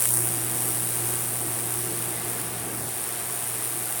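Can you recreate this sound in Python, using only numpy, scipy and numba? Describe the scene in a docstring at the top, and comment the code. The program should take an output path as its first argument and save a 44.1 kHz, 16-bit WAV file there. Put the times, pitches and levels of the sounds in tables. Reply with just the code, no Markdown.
"""Outdoors near a wall, high voltage burns branching tracks into a damp plywood board close by.
Tiny sparks crowd into every half cycle of the mains, one direction of the current stronger than the
other, and make a bright buzzing sizzle with a few flares and cracks. The transformer hums at twice
the mains rate over a steady rush like that of a fan. Twice a hollow dip sweeps through the sound."""
import sys
import numpy as np
from scipy import signal
from scipy.fft import rfft, irfft
from scipy.io import wavfile
from scipy.ndimage import uniform_filter1d
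from numba import njit

SR = 44100
rng = np.random.default_rng(int(sys.argv[2]) if len(sys.argv) > 2 else 0)


def wav_out(sig):
    """Save sig, one row per channel (or a flat mono array), as 16-bit PCM at SR to the path in sys.argv[1]."""
    wavfile.write(sys.argv[1], SR, np.round(np.clip(np.atleast_2d(sig).T, -1, 1) * 32767).astype(np.int16))


N = 176400

MAINS_HZ = 60
SPARKS_PER_S, SPARK_SPREAD_DB = 32000, 2.5
# The bright tone of the sparks. Each row: frequency in Hz, gain in dB.
SPARK_TONE = [(300, -27.5), (1500, -24), (3000, -22), (4300, -23.5), (5500, -17.5), (6300, -17.5),
              (7500, -12.5), (8400, -4.5), (9550, -0.5), (10300, -4), (11200, -7.5), (12200, -8.5),
              (13100, -9.5), (16500, -8.5)]


def undb(db):
    """Turn decibels into a factor to multiply by."""
    return 10 ** (np.asarray(db) / 20)


def unit(x):
    """Scale a signal to an average (rms) level of 1."""
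    return x / np.sqrt(np.mean(x ** 2))


def curve(table, column=1):
    """Join one column of a time table with straight lines, one value per sample."""
    rows = np.array(table, float)
    return np.interp(np.arange(N) / SR, rows[:, 0], rows[:, column])


def colour(x, tone):
    """Filter a sound so that it takes on the given tone (rows of Hz and dB)."""
    rows, size = np.array(tone, float), 2 * N
    hz = np.maximum(np.arange(N + 1) * SR / size, 1)
    gain_db = np.interp(np.log(hz), np.log(rows[:, 0]), rows[:, 1])
    # Folding the cepstrum makes the filter ring only after a click, never before it.
    cepstrum = irfft(np.log(undb(gain_db)))
    cepstrum[1:N] *= 2
    cepstrum[N + 1:] = 0
    return irfft(rfft(x, size) * np.exp(rfft(cepstrum)))[:N]


def waver(per_s):
    """A smooth random wobble of size about 1, with per_s new values a second."""
    hold = max(int(SR / per_s), 1)
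    steps = np.repeat(rng.standard_normal(N // hold + 1), hold)
    return unit(uniform_filter1d(uniform_filter1d(steps, hold), hold)[:N])


@njit
def bandpass(x, hz, width_hz):
    """Keep only the sound near hz; the centre and width may change with every sample."""
    y, band, low = np.empty(len(x)), 0., 0.
    for i in range(len(x)):
        tuning, damping = np.tan(np.pi * hz[i] / SR), width_hz[i] / hz[i]
        ring = (band + tuning * (x[i] - low)) / (1 + tuning * (tuning + damping))
        band, low = 2 * ring - band, low + 2 * tuning * ring
        y[i] = damping * ring
    return y


def echoed(x, echoes):
    """A sound plus the later, quieter copies that surfaces throw back."""
    at = np.arange(N)
    return x + sum(undb(db) * np.interp(at - np.round(ms / 1000 * SR), at, x, left=0)
                   for ms, db in echoes)


def drone(hz, width_hz):
    """A narrow band of noise becomes a tone whose pitch and strength waver quickly."""
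    band = bandpass(rng.standard_normal(N), np.full(N, float(hz)), np.full(N, float(width_hz)))
    tone = np.cos(np.angle(signal.hilbert(band)))
    return unit(tone * undb(2.2 * waver(per_s=2 * width_hz)))


def fan():
    """An airy rush with a rumble, a whirr and throbbing drones; the bass drops late on."""
    # The tones of the rush and the rumble. Each row: frequency in Hz, gain in dB.
    rush_tone = [(22, -35), (38, -28), (55, -7.5), (100, -5), (200, -5), (280, -3.5), (400, 0), (560, -5),
                 (660, -2), (750, -3), (930, -5), (1050, -4), (1500, -5), (2200, -7), (3200, -10.5),
                 (4500, -13), (8000, -17.5), (16000, -49)]
    rumble_tone = [(22, -50), (38, -31), (52, -6), (72, 0.5), (95, -6), (140, -0.5), (175, 6.5),
                   (210, -2.5), (250, 2), (290, -4.5), (400, 0.5), (560, -7.5), (1000, -13), (2500, -24.5)]
    # Reflections of the rush. Each row: delay in milliseconds, gain in dB.
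    echoes = [(5.3, -22), (8.9, -15)]
    # How the bass and the throb rise and fall. Each row: time in seconds, level change in dB.
    bass_changes = [(0, -20), (.04, -15), (.1, -2), (.45, 1), (1.1, -1), (1.48, 2), (1.65, -5), (1.88, 4.5),
                    (2.1, 1), (2.39, 4), (2.5, 0), (2.8, 5.5), (2.88, 4.5), (2.96, -11.5), (4, -9.5)]
    throb_changes = [(0, -7.5), (.22, 4), (.29, -1), (.36, 4.5), (.57, -1), (.65, 4), (.82, -1),
                     (.91, -6.5), (1.1, 5.5), (1.2, -5.5), (1.6, 1.5), (1.8, -1), (1.92, 3.5), (2.05, -7),
                     (2.12, 1), (2.19, -8), (2.27, 5), (2.35, -10), (2.48, 1), (2.58, -9), (2.67, 2.5),
                     (2.8, -7), (3.15, -5), (3.45, -6), (3.75, 3), (4, -3)]
    # How loud the whirr is. Each row: time in seconds, level in dB.
    whirr_levels = [(0, -51), (.3, -48.5), (.65, -46), (1, -50.5), (1.5, -46), (1.95, -50.5), (2.2, -45.5),
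                    (2.6, -49.5), (3.05, -52), (3.17, -46), (3.5, -52), (3.78, -49), (3.95, -44.5)]
    # Each row: a drone's pitch in Hz, width in Hz, base level in dB, then how closely it follows
    # the bass and the throb, each from 0 to 1.
    resonances = [(337.2, 14, -44.5, 0.5, 0.86), (362.5, 16, -50, 0.5, 0.9), (479, 10, -56.5, .4, 0.1),
                  (818, 14, -55, .1, 0.1), (1150, 22, -56, 0, 0.1)]
    bass_db, throb_db = curve(bass_changes), curve(throb_changes)
    air = unit(echoed(colour(rng.standard_normal(N), rush_tone), echoes))
    rush = air * undb(-38.5 + .53 * waver(per_s=6.17))
    rumble = unit(colour(rng.standard_normal(N), rumble_tone)) * undb(-45 + bass_db)
    whirr = undb(curve(whirr_levels)) * drone(hz=722, width_hz=30)
    drones = sum(undb(db + bass_share * bass_db + throb_share * throb_db) * drone(hz, width_hz)
                 for hz, width_hz, db, bass_share, throb_share in resonances)
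    return rush + rumble + whirr + drones


def transformer():
    """The core hums at twice the mains rate, with weaker wavering tones above."""
    # How loud the hum is. Each row: time in seconds, level in dB.
    hum_levels = [(0, -45), (.035, -45), (.09, -37), (.23, -34.5), (.33, -38.5), (.48, -37), (.7, -39.5),
                  (.9, -39), (1.1, -37), (1.2, -41), (1.33, -39.5), (1.55, -38.5), (1.85, -41), (2.1, -41),
                  (2.2, -42.5), (2.5, -42), (2.6, -40.5), (2.72, -45.5), (2.85, -40.5), (2.93, -48.5),
                  (3.35, -49), (3.7, -45.5), (4, -47.5)]
    # The tones in the hum. Each row: multiple of the mains rate, relative level in dB.
    harmonics = [(2, 0), (3, -21), (4, -16), (6, -13.5)]
    phase = 2 * np.pi * MAINS_HZ * np.arange(N) / SR
    hum = np.zeros(N)
    for multiple, db in harmonics:
        strength = undb(db + .6 * waver(per_s=16))
        hum += strength * np.sin(multiple * phase + 2 * np.pi * rng.random())
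    return np.sqrt(2) * hum * undb(curve(hum_levels))


def yard(sound):
    """The wall and nearby surfaces return echoes; the rest of the yard scatters a short, soft tail."""
    # Each row: an echo's delay in milliseconds, gain in dB.
    echoes = [(6.68, -25), (7.76, -17.5), (10.15, -24)]
    tail_db, fade_s = -10, .12  # the tail falls by 60 dB in fade_s
    t = np.arange(SR // 5) / SR
    tail = rng.standard_normal(len(t)) * np.exp(-np.log(1000) * t / fade_s)
    scattered = signal.fftconvolve(sound, tail / np.linalg.norm(tail))[:N]
    return echoed(sound, echoes) + undb(tail_db) * scattered


def sparks(per_s, spread_db):
    """Each spark is one click at a random moment; many are small and a few are larger."""
    happens = rng.random(N) < per_s / SR
    size = undb(spread_db * np.minimum(rng.exponential(size=N), 5))
    return unit(happens * size * np.sign(rng.standard_normal(N)))


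def flares():
    """The arc jumps harder on some voltage peaks, giving short, dense showers of sparks."""
    # Each row: a flare's middle in seconds, level in dB.
    showers = [(.0237, -14.5), (.0398, -20), (.0561, -13), (.0735, -23), (0.0903, -17), (0.1071, -17),
               (0.1402, -20), (0.173, -16), (0.2225, -21), (.2562, -22), (0.2731, -19), (.3397, -23),
               (.5735, -24), (.6729, -24), (.7726, -23), (.9733, -23), (1.1562, -23), (1.3903, -25),
               (1.7074, -24), (1.7402, -26), (2.2826, -26), (2.2993, -24.5), (2.3825, -28), (2.399, -27),
               (2.4156, -23.5), (2.5989, -30), (3.04, -25), (3.0909, -25), (3.425, -23), (3.925, -22)]
    # Flares have more body than the sizzle. Each row: frequency in Hz, gain in dB.
    flare_tone = [(300, -17.5), (1200, -12.5), (3000, -15.5), (4500, -17.5), (6300, -15.5), (7500, -9),
                  (8400, -3.5), (9500, 4), (11000, -8.5), (13000, -8.5), (16500, -9.5)]
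    t, width_ms = np.arange(N) / SR, .75
    swell = sum(undb(db) * np.exp(-.5 * ((t - at) * 1000 / width_ms) ** 2) for at, db in showers)
    return swell * unit(colour(sparks(SPARKS_PER_S, SPARK_SPREAD_DB), flare_tone))


def cracks():
    """Lone loud sparks, each one sharp click with the tone of the sizzle."""
    # Each row: a crack's start in seconds, peak level in dB.
    lone_sparks = [(.0242, -7), (0.107, -4), (.8052, -13), (2.316, -17), (2.4158, -18), (3.0401, -18),
                   (3.1909, -17), (3.8572, -8), (3.9252, -14.5)]
    hits = np.zeros(N)
    for at, db in lone_sparks:
        hits[int(at * SR)] = undb(db)
    click_peak = np.abs(colour(signal.unit_impulse(N), SPARK_TONE)).max()
    return colour(hits, SPARK_TONE) / click_peak


def bursts(delay_ms, fall_ms):
    """Spark power for one direction of the current: one slightly uneven swell per mains cycle."""
    jitter_ms, spread_db = .15, .74
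    cycles = (np.arange(N) / SR - delay_ms / 1000) * MAINS_HZ
    nearest = np.round(cycles).astype(int)
    chance = rng.standard_normal((N // 100, 2))[nearest + 2]  # two random numbers per cycle
    from_peak_ms = (cycles - nearest) / MAINS_HZ * 1000 + jitter_ms * chance[:, 0]
    width_ms = fall_ms * np.where(from_peak_ms < 0, .58, 1)  # it rises faster than it falls
    swell = np.exp(-.5 * (from_peak_ms / width_ms) ** 2)
    return swell * undb(spread_db * chance[:, 1]) ** 2


def arc():
    """Sizzling sparks and sharper snaps crowd around the voltage peaks, joined by flares and cracks."""
    # The arc's strength. Each row: time in seconds, base level in dB, lead in dB of the usually
    # stronger direction of the current over the other.
    strength = [(0, -23, 0), (.05, -23, 3.5), (.19, -23, 1), (.33, -27.5, 2), (.45, -27, -2),
                (.66, -26.5, 1), (1, -27.5, 1.5), (1.25, -27.7, 4.5), (1.45, -29, 0), (1.66, -28.5, 1.5),
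                (1.74, -28.5, 5), (1.85, -29, 2.5), (2.1, -29.9, 2), (2.22, -32, 0), (2.3, -29.5, 1),
                (2.46, -33.5, -2.5), (2.74, -33.5, 1), (2.82, -32.3, 3), (3, -31, 0), (3.08, -31.5, 2),
                (3.45, -29.5, 2), (3.7, -29, 2), (4, -30, 2.5)]
    # When the strong burst peaks in the mains cycle. Each row: time in seconds, delay in milliseconds.
    burst_delays = [(0, 6.1), (.2, 6), (.45, 5.8), (1.5, 6.4), (2.1, 7.4), (2.5, 7), (3.1, 7.4), (4, 7.5)]
    # Steady frying between bursts. Each row: time in seconds, level in dB relative to their peaks.
    frying = [(0, -9), (.25, -11.5), (.45, -8), (1.7, -8), (2.2, -8.5), (2.45, -5.5), (2.75, -7), (3.1, -9),
              (4, -9)]
    # The sharp tone of the snaps. Each row: frequency in Hz, gain in dB.
    snap_tone = [(500, -7), (2500, -13), (5000, -15.5), (9000, -14), (12000, 0.5), (17000, 3)]
    delay_ms, lead = curve(burst_delays), undb(curve(strength, column=2))
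    strong = bursts(delay_ms, fall_ms=1.53) * lead
    weak = bursts(delay_ms + 8.36, fall_ms=1.6) / lead  # about half a cycle later
    drive = unit(np.sqrt(strong + weak + undb(curve(frying)) ** 2))
    sizzle = unit(colour(drive * sparks(SPARKS_PER_S, SPARK_SPREAD_DB), SPARK_TONE))
    snaps = unit(colour(drive ** 2 * sparks(per_s=1500, spread_db=.5), snap_tone))
    loudness = undb(curve(strength) + .38 * waver(per_s=9.2))
    return (undb(.5) * sizzle + undb(-19.5) * snaps) * loudness + flares() + cracks()


def scene():
    """The arc in its yard, the transformer and the fan, together in one channel."""
    return (yard(arc()) + transformer() + fan())[None]


def record(dry):
    """A hollow dip sweeps up and later down; the deepest bass and the highest treble are cut."""
    # The dip's path. Each row: time in seconds, centre in Hz, depth from 0 to 1.
    dip = [(0, 800, 0), (.045, 900, 0), (.075, 1300, .8), (.13, 2600, 0.67), (.19, 3770, 0.6),
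           (.3, 4450, 0.08), (2.6, 4900, 0), (2.77, 3700, .45), (2.87, 2300, .78), (2.915, 1200, .75),
           (2.945, 800, 0)]
    centre_hz, depth = curve(dip), curve(dip, column=2)
    hollow = dry[0] - depth * bandpass(dry[0], centre_hz, .53 * centre_hz)
    low_hz, top_hz = 44, 17000
    bass_cut = signal.butter(4, low_hz, "high", fs=SR, output="sos")
    treble_cut = signal.ellip(12, .1, 80, top_hz, fs=SR, output="sos")
    return signal.sosfilt(treble_cut, signal.sosfilt(bass_cut, hollow))[None]


dry = scene()
out = record(dry)
wav_out(out)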